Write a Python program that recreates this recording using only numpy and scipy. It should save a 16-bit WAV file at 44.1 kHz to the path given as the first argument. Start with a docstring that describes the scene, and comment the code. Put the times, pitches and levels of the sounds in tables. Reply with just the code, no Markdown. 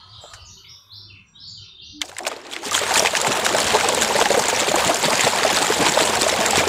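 """Outdoors, at a basin: a muddy plastic toy is dragged from a basket, dipped and shaken. Close to the single
microphone, slaps, glugs and spray are damped bubble tones mixed with coloured noise. The basket's drag is
patchy noise with one snag. Far off, small birds are gliding sines heard through echoes. Behind them lie rumble,
a far rush, brief low tones and the high buzz of an insect flying by."""
import sys
import numpy as np
from scipy import signal
from scipy.fft import rfft, irfft, next_fast_len
from scipy.io import wavfile
from scipy.ndimage import uniform_filter1d, map_coordinates

SR = 44100
rng = np.random.default_rng(int(sys.argv[2]) if len(sys.argv) > 2 else 0)


def generate_wav(sig):
    """Save sig (samples, or channels by samples) to the path in sys.argv[1] as 16-bit PCM at SR."""
    pcm = np.round(np.clip(np.atleast_2d(sig).T, -1, 1) * 32767).astype(np.int16)
    wavfile.write(sys.argv[1], SR, pcm)


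N = 294588
T = np.arange(N) / SR

# Unrest of the water, before trims and flutter:
# [t/s, gurgle level/dB, splash level/dB, spray level/dB]
WATER_UNREST = [(2.01, -62, -53, -55), (2.05, -50.5, -50.5, -41), (2.16, -50, -50, -53),
                (2.21, -40, -51, -52), (2.27, -39, -43, -48), (2.33, -42, -38, -46),
                (2.43, -44, -45.5, -57), (2.55, -40.5, -34.5, -53), (2.61, -41, -40, -46),
                (2.66, -35.5, -32, -38), (2.72, -32, -32, -42), (2.83, -28.5, -24, -27.5),
                (3.0, -22, -28, -24.5), (3.12, -29, -28.5, -30), (3.35, -23, -25.5, -27.5),
                (3.8, -22, -23, -25.5), (4.3, -24, -26.5, -26.5), (4.46, -23.5, -24.5, -29),
                (4.74, -23, -24, -27), (5.04, -24, -25.5, -25), (5.42, -23, -23, -26.5),
                (5.9, -22.5, -24, -24), (6.68, -24, -24.5, -28)]


def water():
    """Water shaken in the basin: noise and bubbles share one unrest, and splash and spray share spurts."""
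    gurgle_gain, splash_gain, spray_gain = gains(WATER_UNREST)
    sheet_splash, sheet_spray = sheets()
    spurt = spurts(count=800, last=0.0014, scatter_db=2.5)
    out = surge(gurgle_gain) + heaves() + gurgle(gurgle_gain)
    out += splash(np.hypot(splash_gain, sheet_splash), spurt)
    out += spray(np.hypot(spray_gain, sheet_spray), spurt)
    return out + slaps() + glugs() + slosh()


# Drops and sheets landing: [t/s, nominal peak level/dB, f/Hz]
LANDINGS = [(2.0161, -0.5, 3400), (2.0197, -10, 2050), (2.0587, -29, 7490), (2.0807, -27, 4500),
            (2.0946, -24, 3900), (2.1161, -24, 1490), (2.1486, -32, 4700), (2.1665, -15, 1960),
            (2.1847, -9, 7600), (2.1904, -13, 1810), (2.2338, -23, 5360), (2.2518, -14, 2380),
            (2.2668, -5.5, 2640), (2.2796, -12, 7960), (2.3156, -15, 1380), (2.364, -23, 4180),
            (2.4157, -30, 5200), (2.4673, -24, 4100), (2.5127, -20, 3680), (2.5277, -15.5, 3140),
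            (2.535, -13, 3240), (2.5636, -8.5, 1990), (2.711, -7, 5600), (2.73, -7, 7250),
            (2.7444, -3.5, 3150), (2.75, -2, 3140), (2.7623, -15, 8030), (2.778, -3.5, 1480),
            (2.865, -7.5, 1690), (2.9077, -4.5, 1440), (2.9402, -13, 4030), (2.957, -2, 2460),
            (2.976, -1, 7230), (2.995, 2, 5560), (3.0587, 2, 1900), (3.0708, 0, 2540), (3.1517, -1, 2120),
            (3.1694, -5, 6300), (3.2145, -2.5, 7100), (3.247, -7, 2040), (3.269, -4, 1490),
            (3.3182, -6, 2590), (3.3503, -7, 1400), (3.4638, -0.5, 1580), (3.5842, -9, 5230),
            (3.6195, -10, 3600), (3.6737, -2, 1530), (3.8869, 1.5, 7830), (3.924, -6, 1990),
            (3.948, -3.5, 7460), (4.013, -5, 6600), (4.0726, -21, 1460), (4.212, -2, 1420),
            (4.2564, 0, 1730), (4.3016, -10, 1900), (4.3904, -18, 1710), (4.4834, -2, 7460),
            (4.5002, -7, 1710), (4.562, -5.5, 5530), (4.6019, -11, 7500), (4.6843, -4, 2340),
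            (4.7574, -4, 7000), (4.785, -12, 1420), (4.87, -19, 1470), (4.9448, -3.5, 6960),
            (5.0372, -6, 2180), (5.1313, -4, 2180), (5.1943, -1, 1970), (5.2068, -5, 2090),
            (5.233, -9, 2130), (5.268, -7, 1900), (5.4316, -2, 1880), (5.5455, -6, 4660),
            (5.5628, -7, 3570), (5.577, -8, 2020), (5.747, -14, 3560), (5.8164, -24, 3420),
            (5.8845, -7.5, 3000), (6.0056, -0.5, 1630), (6.0312, -8, 3740), (6.076, -5.5, 3200),
            (6.1363, -9, 2130), (6.2136, -4, 4200), (6.2305, -0.5, 3440), (6.2977, -1.5, 3760),
            (6.339, -6, 2040), (6.4203, -8, 1700), (6.4617, -1.5, 7200), (6.5078, -0.5, 7500),
            (6.5715, -2.5, 7670)]


def slaps():
    """A landing drop rings briefly inside a puff of noise."""
    ring_t60 = 0.011  # s
    rows = [(*row, ring_t60) for row in LANDINGS]
    dry_slaps = bursts(rows, cycles=90, swell=1.0, tone_db=-4.5, hiss_db=-4.5)
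    return filtered(dry_slaps, lambda f: band(900, 8500)(f) ** 0.68)


# Large bubbles: [t/s, nominal peak level/dB, f/Hz, t60/s]
LARGE_BUBBLES = [(2.038, -25, 721, 0.04), (2.091, -23.5, 540, 0.039), (2.125, -30.5, 786, 0.044),
                 (2.204, -20, 703, 0.046), (2.236, -23, 394, 0.048), (2.267, -11, 620, 0.043),
                 (2.314, -17.5, 1170, 0.031), (2.327, -24, 440, 0.048), (2.364, -24, 530, 0.043),
                 (2.631, -21, 824, 0.039), (2.662, -15.5, 410, 0.048), (2.716, -12, 1190, 0.048),
                 (2.747, -18, 1010, 0.066), (2.813, -10.5, 590, 0.039), (2.909, -11, 745, 0.057),
                 (2.962, -6, 885, 0.034), (3.024, -6, 610, 0.051), (3.048, -11, 840, 0.055),
                 (3.132, -11, 603, 0.036), (3.26, -11.5, 885, 0.048), (3.311, -31, 900, 0.06),
                 (3.39, -9, 620, 0.043), (3.547, -4.5, 640, 0.042), (3.656, -20, 600, 0.048),
                 (3.701, -13, 660, 0.048), (3.737, -7, 410, 0.083), (3.887, -6.5, 1050, 0.029),
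                 (3.975, -4.5, 545, 0.043), (4.106, -9.5, 940, 0.048), (4.152, -7, 558, 0.063),
                 (4.188, -5, 865, 0.035), (4.213, -5, 480, 0.04), (4.257, -3.5, 787, 0.04),
                 (4.303, -3, 530, 0.043), (4.342, -3.5, 540, 0.06), (4.373, -1, 477, 0.042),
                 (4.391, -6.5, 824, 0.042), (4.485, -8, 694, 0.042), (4.527, -7, 496, 0.046),
                 (4.678, -7.5, 403, 0.06), (4.714, -4.5, 580, 0.042), (4.74, -4, 810, 0.032),
                 (4.772, -11, 480, 0.053), (4.841, -8.5, 860, 0.04), (4.894, -8.5, 656, 0.065),
                 (5.036, -10.5, 893, 0.041), (5.081, -5, 582, 0.041), (5.126, -6, 647, 0.038),
                 (5.266, -3.5, 638, 0.039), (5.331, -9.5, 973, 0.039), (5.422, -7.5, 468, 0.037),
                 (5.449, -4.5, 636, 0.045), (5.502, -10, 815, 0.058), (5.562, -15, 1023, 0.054),
                 (5.621, -6.5, 806, 0.05), (5.701, -4, 420, 0.048), (5.814, -5, 445, 0.048),
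                 (5.972, -10.5, 886, 0.045), (6.002, -7, 625, 0.038), (6.131, -9, 900, 0.067),
                 (6.163, -9.5, 710, 0.053), (6.219, -12.5, 373, 0.067), (6.264, -5.5, 615, 0.04),
                 (6.326, -7.5, 610, 0.036), (6.407, -10, 646, 0.069), (6.53, -6.5, 770, 0.039),
                 (6.576, -10, 410, 0.061), (6.604, -8.5, 640, 0.053), (6.67, -6, 427, 0.048)]


def glugs():
    """A large bubble sounds as a damped tone of rising pitch with a little noise."""
    return bursts(LARGE_BUBBLES, cycles=60, swell=1.7, tone_db=-0.5, hiss_db=-12)


def gurgle(gain):
    """Mid-sized bubbles over noise; each large bubble stirs up more of them."""
    stirred = swells(LARGE_BUBBLES, over_db=-17, rise=0.0035, fall=0.015)
    swarm = bubbles(count=3400, hz=760, spread=0.4006, cycles=16.1, scatter_db=3.0, size=2000)
    noise = hiss(water_colour(314, 1940), patchy_db=6.5)
    flutter = amp(-1.5 + 1.55 * wobble(40) + 0.8 * wobble(13))
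    return np.hypot(gain, stirred) * flutter * (amp(-2.5) * swarm + amp(-3) * noise)


def splash(gain, spurt):
    """Small bubbles and brighter noise, thrown up in spurts."""
    swarm = bubbles(count=7000, hz=2732, spread=0.4845, cycles=15, scatter_db=4.0, size=600)
    noise = hiss(water_colour(1050, 7500), patchy_db=2)
    thrown = gain * amp(-1.5 + 1.1 * wobble(22)) * (0.97 + 0.32 * spurt)
    return thrown * (amp(-3.5) * swarm + amp(-3) * noise)


def spray(gain, spurt):
    """Tiny bubbles fizz within high noise, and the finest foam bursts as a steadier hiss above."""
    gain = gain * amp(0.27 * wobble(11))
    fizz = bubbles(count=12000, hz=7300, spread=0.2, cycles=12, scatter_db=5, size=200)
    noise = hiss(water_colour(3600, 18000), patchy_db=5.5)
    top = amp(-1.5) * (0.64 + 0.47 * spurt) * (amp(-5.4) * fizz + amp(-1.5) * noise)
    mist = amp(-18) * (0.94 + 0.28 * spurt) * hiss(band(10500, 15000), patchy_db=3.5)
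    return gain * (top + mist)


# Sheets of water flung up, at their fullest before trims:
# [t/s, splash level/dB, spray level/dB, half width at 1/e of the gain/s]
FLUNG_SHEETS = [(2.025, -33, -40, 0.011), (2.095, -44, -36, 0.01), (2.19, -35, -43.5, 0.0093),
                (2.274, -26, -23.5, 0.01), (2.53, -45, -38.5, 0.029), (2.666, -28.5, -28, 0.028),
                (2.757, -21.5, -16.5, 0.031), (2.972, -21, -16.5, 0.03), (3.067, -19.5, -41, .02),
                (3.167, -23, -18.5, 0.014), (3.273, -20, -19, 0.012), (3.463, -26, -21, 0.009),
                (3.588, -22, -25.5, 0.03), (3.888, -30, -37, 0.014), (4.03, -24, -19.5, 0.015),
                (4.222, -17.5, -26, 0.014), (4.323, -30, -24.5, 0.018), (4.402, -32, -22, 0.028),
                (4.502, -19.5, -20, 0.013), (4.599, -20, -19.5, 0.013), (4.69, -20.5, -27, .015),
                (4.8, -23, -22.5, 0.024), (4.871, -23, -23, 0.043), (5.06, -20.5, -31, .02),
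                (5.242, -21, -21.5, 0.057), (5.572, -23, -22.5, 0.028), (5.82, -32, -35, 0.01),
                (6.005, -23, -21, 0.018), (6.218, -32, -17, 0.0077), (6.3, -25, -32, 0.012),
                (6.46, -23.5, -26, 0.011), (6.583, -21, -20.5, 0.034)]


def sheets():
    """Splash and spray gains swell and sink smoothly with each sheet."""
    total = 0
    for s, splash_db, spray_db, width in FLUNG_SHEETS:
        total = total + amp([[splash_db], [spray_db]]) * np.exp(-((T - s) / width) ** 2)
    return total


def surge(gurgle_gain):
    """Low water noise follows the gurgle, but falls away faster when the churn is weak."""
    full_db, surge_db, growth = -17, -11, 1.28  # full churn; level over it; exponent
    gain = amp(full_db + surge_db) * (gurgle_gain / amp(full_db)) ** growth
    return gain * amp(-1.0 + 1.17 * wobble(13)) * hiss(water_colour(30, 267), patchy_db=0.5)


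# The whole basinful heaves: [t/s, level/dB before a common trim]
BASIN_HEAVES = [(2.659, -23), (2.962, -22), (3.163, -26), (3.276, -14.5), (3.543, -25), (3.968, -31),
                (4.147, -19), (4.234, -23), (4.298, -29), (4.395, -25), (4.687, -23), (4.76, -26),
                (4.856, -16), (5.051, -15), (5.127, -23.5), (5.24, -15.5), (5.426, -28), (5.518, -16),
                (5.607, -17), (5.698, -21.5), (5.798, -11), (5.885, -19), (5.998, -23), (6.183, -26),
                (6.385, -16), (6.573, -12)]


def heaves():
    """Each heave of the basinful is a short swell of low noise."""
    gain = swells(BASIN_HEAVES, over_db=-7.5, rise=0.0058, fall=0.015)
    return gain * hiss(band(128, 356), patchy_db=0.5)


# Water rocking in the basin after the dip: [t/s, level/dB]
BASIN_ROCKING = [(2.17, -66), (2.23, -41), (2.45, -47.5), (2.62, -39), (2.7, -60)]


def slosh():
    """Rocking water swells as a narrow band of low noise."""
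    return gains(BASIN_ROCKING)[0] * hiss(lambda f: band(270, 420)(f) ** 2, patchy_db=2.5)


# Colour of the moving water: [f/Hz, relative level/dB per Hz]
WATER_SPECTRUM = [(15, -60), (25, -21), (73, -3), (160, -7), (215, 1.5), (313, -8), (410, 4.5), (848, 5.5),
                  (1340, -10), (1490, -6.5), (2770, -8.5), (3530, -9.5), (6050, -16), (7500, -10.5),
                  (15500, -51)]


def water_colour(lo_hz, hi_hz):
    """The water's spectrum, limited to one band."""
    return lambda f: amp(along(WATER_SPECTRUM, f)) * band(lo_hz, hi_hz)(f)


# The toy dragging over the basket, before trims: [t/s, knock level/dB, rustle level/dB]
BASKET_DRAG = [(0, -74, -80), (.165, -78, -82), (.22, -52, -60), (.245, -47.5, -63), (.33, -60, -60),
               (.45, -73, -69), (.5, -75, -76)]
# Its one snag, before trims: [t/s, nominal peak level/dB, t60/s]
BASKET_SNAG = [(0.335, -23.5, 0.088)]


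def lift():
    """Wet plastic over the basket's mesh: spurting knocks, a rustle and one snag ringing at two pitches."""
    knock_gain, rustle_gain = gains(BASKET_DRAG)
    spurt = spurts(count=260, last=0.008, scatter_db=3)
    knocks = hiss(lambda f: band(480, 850)(f) ** 2, patchy_db=3) * (0.6 + 0.6 * spurt)
    rustle = amp(-6.0) * hiss(band(1000, 14000), patchy_db=4.0)
    snag = np.zeros(N)
    for hz in (950, 7000):
        rows = [(s, db, hz, t60) for s, db, t60 in BASKET_SNAG]
        snag += bursts(rows, cycles=35, swell=0.45, tone_db=-13, hiss_db=-9.5)
    return knock_gain * knocks + rustle_gain * rustle + filtered(snag, band(1100, 7600))


# Far bird notes: [t/s, length/s, start f/Hz, end f/Hz, level/dB rms over the first 0.1 s]
BIRD_NOTES = [(-.06, .027, 4880, 2810, -48), (0.08, .034, 4430, 5180, -51), (0.115, 0.033, 4370, 2970, -45),
              (0.206, .017, 7960, 6800, -52), (0.263, 0.052, 3730, 4900, -52.5),
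              (.346, 0.059, 3170, 2380, -51.5), (0.391, 0.031, 4350, 5460, -50.5),
              (0.448, 0.04, 7070, 5280, -46.5), (0.482, .038, 3300, 4330, -54.5),
              (0.51, 0.023, 4170, 4900, -51), (0.568, 0.013, 3120, 2880, -51.5),
              (0.631, 0.017, 2940, 2040, -55), (.641, 0.028, 3270, 3920, -51),
              (0.673, 0.027, 4780, 5900, -45), (0.886, 0.079, 3270, 5600, -42),
              (.94, 0.023, 3530, 3520, -55), (1.082, 0.035, 3160, 2415, -48.5),
              (1.13, 0.03, 3200, 2030, -57), (1.244, 0.055, 5840, 5730, -64),
              (1.254, 0.043, 7300, 7600, -70), (1.337, 0.16, 3630, 4940, -48),
              (1.342, 0.047, 3060, 3730, -52.5), (1.38, .04, 4700, 5560, -47),
              (1.423, 0.029, 3950, 4970, -45), (1.473, 0.026, 7300, 6300, -52.5),
              (1.518, 0.04, 4910, 3390, -47), (1.567, 0.036, 3270, 2720, -48),
              (1.589, 0.033, 5940, 4930, -55), (1.62, 0.024, 2940, 2220, -58),
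              (1.646, .04, 3500, 3900, -50), (1.776, 0.051, 2900, 4970, -42.5),
              (1.811, 0.012, 2900, 2700, -51.5), (1.838, 0.028, 5530, 6280, -53),
              (1.88, 0.027, 4150, 5400, -53)]
# Echo of a note: [f/Hz, typical t60/s after the hold]
NOTE_ECHO = [(2300, 0.15), (3000, 0.37), (3600, 0.46), (5000, 0.29), (7000, 0.23)]


def birds():
    """Each note is a gliding whistle, heard through its echoes."""
    lead = SR // 10  # room for the note that starts before the opening
    out = np.zeros(N + 2 * SR)
    for s, length, start_hz, end_hz, db in BIRD_NOTES:
        u = np.linspace(0, 1, max(int(length * SR), 8))
        glide = start_hz + (end_hz - start_hz) * u
        note = np.sin(2 * np.pi * np.cumsum(glide) / SR) * np.sin(np.pi * u) ** 0.4
        t60 = along(NOTE_ECHO, (start_hz + end_hz) / 2)
        heard = signal.fftconvolve(note, echoes(t60, hold=0.011))
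        out[round(s * SR) + lead:][:len(heard)] += amp(db) * heard / np.std(heard[:SR // 10])
    return out[lead:][:N]


def echoes(t60, hold):
    """The echo tail holds, then each narrow band fades at its own, quickening speed."""
    hz, t, z = signal.stft(rng.standard_normal(SR * 3 // 4), SR, nperseg=512)
    own_t60 = t60 * np.exp(0.16 * rng.standard_normal((len(hz), 1)))
    uneven_db = rng.normal(0, 5.5, own_t60.shape)
    fade_db = -60 * (np.maximum(t - hold, 0) / own_t60) ** 2.22
    return signal.istft(z * amp(uneven_db + fade_db), SR, nperseg=512)[1]


# Insect flying by: [t/s, level/dB]
INSECT_PASS = [(.46, -86), (.52, -71), (.99, -69), (1.09, -95)]
# Its buzz bands: [centre f/Hz, full width at 1/e/Hz, relative level/dB]
WING_BANDS = [(11500, 670, 5), (12200, 500, 4), (13700, 1400, -3), (14900, 800, -8)]


def insect():
    """Wing buzz as noise in a few high bands, growing and fading as it passes."""
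    def buzz(f):
        return sum(amp(db) * np.exp(-(2 * (f - c) / w) ** 2) for c, w, db in WING_BANDS)
    return gains(INSECT_PASS)[0] * hiss(buzz, patchy_db=2)


# Brief low tones: [t/s, length/s, f/Hz, level/dB], level and pitch wavering about these
LOW_TONES = [(0, 0.22, 1250, -58), (0.304, 0.25, 1210, -58), (0.17, 0.042, 98, -33),
             (0.903, 0.31, 100.9, -46.5), (1.562, 0.1, 101, -45), (1.923, .14, 293, -40),
             (2.662, 0.25, 94, -44), (6.06, 0.34, 82, -39), (6.523, 0.22, 83.3, -32.5)]


def low_tones():
    """Soft-edged sines that waver in level and pitch."""
    out = np.zeros(N)
    for s, length, hz, db in LOW_TONES:
        edge = np.clip(np.minimum(T - s, s + length - T) / 0.037, 0, 1)
        phase = 2 * np.pi * np.cumsum(hz * (1 + 0.012 * wobble(6))) / SR
        out += amp(db + 2 * wobble(12)) * edge * np.sin(phase)
    return out


# Open air: [t/s, rumble level/dB, far rush level/dB]
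AIR_LEVELS = [(0, -56, -57), (.11, -55, -55.5), (.31, -57, -48), (.53, -48.5, -62.5), (.94, -60.5, -62),
              (1.08, -49.5, -66.5), (1.51, -52, -63.5), (1.84, -51, -70), (2.3, -53, -74), (2.6, -61, -68)]
# Colour of the rumble: [f/Hz, relative level/dB per Hz]
RUMBLE_SPECTRUM = [(15, -43), (25, -4), (70, -5.5), (102, 1), (129, -11), (188, -10), (231, -22.5),
                   (357, -20.5), (389, -21), (480, -39), (620, -59), (1060, -120)]
# Colour of the far rush: [f/Hz, relative level/dB per Hz]
RUSH_SPECTRUM = [(500, -14), (800, -11), (1000, 0), (1400, -1), (1750, -13), (5000, -20), (6200, -15),
                 (7000, -25), (10000, -27), (11000, -44), (15000, -46)]


def air():
    """Rumble and a far rush, each a patchy coloured noise of changing level."""
    rumble_gain, rush_gain = gains(AIR_LEVELS)
    rumble = hiss(lambda f: amp(along(RUMBLE_SPECTRUM, f)), patchy_db=5, size=2048)
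    rush = hiss(lambda f: amp(along(RUSH_SPECTRUM, f)), patchy_db=5, size=2048)
    return rumble_gain * rumble + rush_gain * rush


def bubble(t, hz, t60, rise, swell):
    """A damped sine that swells over some cycles; its pitch climbs as the bubble nears the surface."""
    phase = 2 * np.pi * hz * t * (1 + rise * np.minimum(t / t60, 1))
    return np.sin(phase) * amp(-60 * t / t60) * (1 - np.exp(-hz * t / swell))


def bubbles(count, hz, spread, cycles, scatter_db, size):
    """A swarm of random bubbles from 2 s on, of rms 1 there: log-normal pitch, uneven life and level."""
    draw = rng.standard_normal((count, 3))
    pitch = np.clip(hz * np.exp(spread * draw[:, :1]), 60, 10000)
    life = cycles * np.exp(0.49 * draw[:, 1:2]) / pitch
    level = amp(scatter_db * np.clip(draw[:, 2:], -3, 2))
    rows = bubble(np.arange(size) / SR, pitch, life, rise=0.21, swell=0.93) * level
    at = rng.integers(2 * SR, N, (count, 1)) + np.arange(size)
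    x = np.bincount(at.ravel(), rows.ravel(), N + size)[:N]
    return x / np.std(x[2 * SR:])


def bursts(rows, cycles, swell, tone_db, hiss_db):
    """Each event is a bubble tone inside a puff of noise centred on its pitch; cycles caps the ring."""
    out, t = np.zeros(N + SR), np.arange(SR // 10) / SR
    for s, db, hz, t60 in rows:
        t60 = np.clip(t60, 0.003, 0.09)
        noise = rng.standard_normal(len(t))
        near = signal.lfilter(*signal.iirpeak(hz, 1.2, SR), noise)
        envelope = amp(-60 * t / t60) * (1 - np.exp(-t / 0.00085))
        puff = (near / np.std(near) + 0.12 * noise) * envelope
        ring = bubble(t, hz, min(t60, cycles / hz), rise=0.087, swell=swell)
        out[round(s * SR):][:len(t)] += amp(db) * (amp(tone_db) * ring + amp(hiss_db) * puff)
    return out[:N]


def spurts(count, last, scatter_db):
    """Random kicks, each a sudden rise and a quick fall over `last` seconds; rms 1."""
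    kick_gain = amp(scatter_db * np.clip(rng.standard_normal(count), -3, 2))
    kicks = np.bincount(rng.integers(0, N, count), kick_gain, N)
    t = np.arange(SR // 20) / SR
    shape = np.exp(-t / last) * (1 - np.exp(-t / 0.000093))
    return unit(signal.fftconvolve(kicks, shape)[:N])


def swells(rows, over_db, rise, fall):
    """A gain that swells and sinks at each event, with rise and fall in seconds."""
    kicks, t = np.zeros(N), np.arange(SR // 4) / SR
    for s, db, *_ in rows:
        kicks[min(round(s * SR), N - 1)] += amp(db + over_db)
    shape = np.exp(-t / fall) * (1 - np.exp(-t / rise))
    return signal.fftconvolve(kicks, shape / shape.max())[:N]


def hiss(response, patchy_db, size=256):
    """Coloured noise of rms 1 with patches of random gain; a larger size makes them long and narrow."""
    z = signal.stft(rng.standard_normal(N), nperseg=size)[2]
    field = uniform_filter1d(rng.standard_normal(z.shape), size=5, axis=0)  # across frequency
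    field = uniform_filter1d(field, size=6, axis=1)  # across time
    patchy = signal.istft(z * amp(patchy_db * unit(field)), nperseg=size)[1][:N]
    return unit(filtered(patchy, response))


def filtered(x, response):
    """x with its spectrum multiplied by a response of frequency."""
    m = next_fast_len(N + 8192)
    return irfft(rfft(x, m) * response(np.fft.rfftfreq(m, 1 / SR)), m)[..., :N]


def band(lo_hz, hi_hz):
    """Soft-edged pass band."""
    return lambda f: 1 / np.sqrt((1 + (lo_hz / (f + 1)) ** 8) * (1 + (f / hi_hz) ** 8))


def along(points, hz):
    """Values of (f/Hz, value) points, interpolated on a log frequency axis."""
    f, v = np.transpose(points)
    return np.interp(np.log(hz + 1), np.log(f + 1), v)


def gains(rows):
    """One gain per sample for each dB column, at -140 dB outside the table."""
    s, *cols = np.transpose(rows)
    return [amp(np.interp(T, s, c, -140, -140)) for c in cols]


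def wobble(rate):
    """A smooth random curve, rate knots a second."""
    return map_coordinates(rng.standard_normal(int(N * rate / SR) + 4), [T * rate])


def amp(db):
    """Decibels to a linear gain."""
    return 10 ** (np.asarray(db) / 20)


def unit(x):
    """x scaled to rms 1."""
    return x / np.sqrt(np.mean(x ** 2) + 1e-20)


def scene():
    """One microphone feeds both channels."""
    mono = water() + lift() + birds() + insect() + low_tones() + air()
    return np.array([mono, mono])


def record(dry):
    """The microphone drops the deepest bass, rounds the loudest peaks and keeps nothing above its limit."""
    bass_hz, ceiling, top_hz = 40, 0.95, 15600
    soft = filtered(dry, lambda f: f ** 2 / (f ** 2 + bass_hz ** 2))
    soft = soft / (1 + np.abs(soft / ceiling) ** 6) ** (1 / 6)
    return filtered(soft, lambda f: f < top_hz)


dry = scene()
out = record(dry)
generate_wav(out)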